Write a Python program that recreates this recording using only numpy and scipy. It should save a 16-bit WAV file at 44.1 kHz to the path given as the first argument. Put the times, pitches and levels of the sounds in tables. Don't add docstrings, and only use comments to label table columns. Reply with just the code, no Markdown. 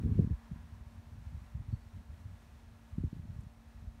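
import sys
import numpy as np
from scipy import signal
from scipy.fft import rfft, irfft, next_fast_len
from scipy.io import wavfile
from scipy.ndimage import map_coordinates

SR = 44100
rng = np.random.default_rng(int(sys.argv[2]) if len(sys.argv) > 2 else 0)


def dump_mix(stems):
    frames = np.atleast_2d(stems).T
    limited = np.clip(frames, -1, 1)
    pcm = np.round(limited * 32767).astype(np.int16)
    wavfile.write(sys.argv[1], SR, pcm)


N = 176400


# start t/s, length/s, level/dB
GUSTS = [(0.0, 0.014, -35), (0.038, 0.025, -33.5), (0.075, 0.053, -32.5), (0.147, 0.0091, -35),
         (0.172, 0.01, -33), (0.195, 0.0088, -31.5), (0.215, 0.031, -34), (0.270, 0.0075, -38),
         (0.299, 0.027, -32.5), (0.378, 0.013, -54), (0.501, 0.029, -40.5), (0.562, 0.097, -49.5),
         (0.678, .1, -52.5), (0.918, 0.08, -51.5), (1.052, 0.035, -54), (1.121, 0.095, -49.5),
         (1.259, 0.039, -51), (1.314, 0.065, -50.5), (1.417, 0.018, -51.5), (1.537, 0.073, -46.5),
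         (1.683, 0.085, -45), (1.862, 0.013, -50), (1.945, 0.065, -46.5), (2.078, 0.26, -52.5),
         (2.36, 0.51, -63), (2.92, 0.043, -48), (2.998, 0.073, -42), (3.156, 0.043, -42),
         (3.215, 0.23, -47.5), (3.746, 0.047, -55), (3.827, 0.047, -48.5), (3.904, 0.075, -57)]
# f/Hz, relative level/dB
RUMBLE = [(20, -7), (35, -11.5), (55, -2), (90, 1), (130, -9.5), (190, -14), (270, -35), (400, -61),
          (1500, -120)]
FLUTTER = [(70, -23), (140, 0.5), (230, -0.5), (300, -12), (370, -21.5), (480, -31.5), (900, -73.5),
           (2000, -120)]
RASP = [(180, -22), (290, -1), (380, -1.5), (490, -7.5), (570, -24.5), (700, -19), (1300, -73),
        (3000, -120)]

def wind():
    calm_db, strong_gust_db, lump_db = -60.5, -31.5, 2
    flutter_db, rasp_db = -37.5, -51
    flutter_growth, rasp_growth = 1.73, 2.37
    power = amp(calm_db) ** 2 + sum(amp(db) ** 2 * gust(s, length) for s, length, db in GUSTS)
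    strength_db = 10 * np.log10(power) + lump_db * wobble(29)
    over_db = strength_db - strong_gust_db
    rumble = amp(strength_db) * noise(RUMBLE)
    flutter = amp(flutter_db + flutter_growth * over_db) * noise(FLUTTER)
    rasp = amp(rasp_db + rasp_growth * over_db) * noise(RASP)
    return rumble + flutter + rasp


def gust(start, length, rise_s=0.006, fall_s=0.0077):
    t = clock() - start
    rise = np.minimum(t, 0) / rise_s
    fall = np.maximum(t - length, 0) / fall_s
    return np.exp(-rise ** 2 - fall ** 2)


# t/s, level/dB, f/Hz
THUMPS = [(0.014, -28.5, 61.5), (0.036, -33.5, 232), (0.046, -23, 100), (0.061, -30, 240),
          (0.092, -24.5, 180), (0.12, -18.5, 81), (0.156, -29, 135), (0.192, -21, 320), (0.197, -14.5, 132),
          (0.222, -25.5, 151), (0.247, -23, 127), (0.275, -26.5, 163), (0.31, -28.5, 115),
          (0.335, -24.5, 63.4), (0.519, -27.5, 118), (0.562, -37.5, 147), (0.811, -37.5, 69.4),
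          (0.868, -39, 79), (1.27, -33.5, 69), (1.348, -33.5, 71.4), (1.374, -34, 74.5), (1.553, -29, 93),
          (1.601, -32, 68), (1.729, -28.5, 135), (1.738, -22, 92.5), (2.101, -37, 66), (2.259, -37, 89),
          (2.984, -22, 153), (3.039, -25, 193), (3.046, -21, 86), (3.131, -29.5, 167), (3.166, -36, 151),
          (3.196, -33.5, 115), (3.255, -39.5, 150), (3.302, -32, 100), (3.364, -37.5, 97), (3.391, -31, 91),
          (3.436, -42, 145), (3.468, -36, 105), (3.874, -31, 49.4)]

def thumps(fade_cycles=0.23, muffle_hz=586):
    swing = lambda cycles: np.sin(2 * np.pi * cycles) / np.cosh(np.clip(cycles / fade_cycles, -20, 20))
    pushes = sum(amp(db) * swing(hz * (clock() - s)) for s, db, hz in THUMPS)
    return filtered(pushes, lambda hz: 1 / (1 + (hz / muffle_hz) ** 10))


# f/Hz, relative level/dB
HUSH_TONE = [(200, -22), (350, -14.5), (600, -6), (780, -7), (1000, -5), (1400, -8.5), (2000, -11),
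             (3000, -15.5), (4200, -17), (4900, -21), (5500, -19), (7500, -23), (9400, -23), (10400, -28.5),
             (11400, -25), (15500, -30.5)]
MURMUR_TONE = [(25, -20), (45, 14.5), (70, 9.5), (130, -18), (250, -7), (340, -14.5), (600, -19.5),
               (1200, -48)]
SWELL_TONE = [(450, -35), (700, -4), (1020, 4.5), (1300, -7), (1650, -2.5), (3500, -21.5), (8000, -48)]
# t/s, level/dB
HUSH_LEVEL = [(0.03, -67.5), (0.54, -68.5), (0.8, -69.5), (1.57, -69), (3.3, -69.5), (3.9, -69.5)]
# t/s, half-width/s, level/dB
SWELLS = [(0.38, 0.39, -69.5), (1.6, 0.27, -74.5)]

def garden(lift_db=0.5, murmur_db=-59):
    waver_db = 0.65 * wobble(12)
    hush = amp(curve(HUSH_LEVEL) + lift_db + waver_db) * noise(HUSH_TONE)
    murmur = amp(murmur_db) * noise(MURMUR_TONE)
    swelling = sum(amp(db) * swell(s, half_s) for s, half_s, db in SWELLS)
    return hush + murmur + swelling * noise(SWELL_TONE)


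HUM = {5: -65, 6: -79.5, 10: -90.5, 13: -81, 15: -84.5, 16: -82.5, 18: -85, 20: -83, 30: -89, 37: -86, 42:
       -89, 56: -90.5}

def machine(shaft_hz=45.74, speed_drift=0.001616, waver_db=1.5):
    turns = np.cumsum(shaft_hz * (1 + speed_drift * wobble(2.907))) / SR
    hum = np.zeros(N)
    for per_turn, db in HUM.items():
        height = np.sqrt(2) * amp(db + waver_db * wobble(3.96))
        hum += height * np.sin(2 * np.pi * (per_turn * turns + rng.random()))
    return hum


# t/s, level/dB
PEEPS = [(1.738, -72.5), (1.82, -79)]

def bird(lower_hz=4450, upper_hz=7900, upper_db=-12, half_s=0.019):
    phase = 2 * np.pi * np.cumsum(1 + 0.0056 * wobble(200)) / SR
    voice = np.sin(lower_hz * phase) + amp(upper_db) * np.sin(upper_hz * phase)
    return voice * sum(amp(db) * swell(s, half_s) for s, db in PEEPS)


# t/s, level/dB, f/Hz
TICKS = [(0.445, -75, 5500), (0.521, -75, 6000), (3.408, -72, 7700), (3.435, -76.5, 6800)]

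def leaves(fade_s=0.003, rustle_s=0.008, rustle_db=-13, width_octaves=0.28):
    ticks = np.zeros(N)
    for s, db, centre_hz in TICKS:
        t = clock() - s
        snap = (t >= 0) * np.exp(-np.abs(t) / fade_s)
        rustle = amp(rustle_db) * swell(s, rustle_s)
        band = lambda hz: np.exp(-.5 * (np.log2((hz + 1) / centre_hz) / width_octaves) ** 2)
        hiss = unit(filtered(rng.standard_normal(N), band))
        ticks += amp(db) * (snap + rustle) * hiss
    return ticks


def amp(db):
    return 10 ** (np.asarray(db) / 20)


def unit(x):
    return x / np.sqrt(np.mean(x ** 2) + 1e-20)


def clock():
    return np.arange(N) / SR


def curve(rows):
    return np.interp(clock(), *np.transpose(rows))


def swell(s, half_s):
    return np.exp(-.5 * ((clock() - s) / half_s) ** 2)


def wobble(per_second):
    return map_coordinates(rng.standard_normal(1024), [clock() * per_second], mode="mirror")


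def filtered(x, response):
    size = next_fast_len(N + SR // 2)
    return irfft(rfft(x, size) * response(np.fft.rfftfreq(size, 1 / SR)), size)[:N]


def noise(tone):
    row_hz, row_db = np.transpose(tone)
    hz = np.fft.rfftfreq(N, 1 / SR)
    gain = amp(np.interp(np.log(hz + 1), np.log(row_hz), row_db))
    return unit(irfft(rfft(rng.standard_normal(N)) * gain, N))


def scene():
    return (wind() + thumps() + garden() + machine() + bird() + leaves())[None]


def record(dry):
    low_cut_hz, top_hz = 42, 15720
    bass_cut = signal.butter(4, low_cut_hz, "highpass", fs=SR, output="sos")
    thinned = signal.sosfilt(bass_cut, dry[0])
    return filtered(thinned, lambda hz: hz < top_hz)[None]


dry = scene()
out = record(dry)
dump_mix(out)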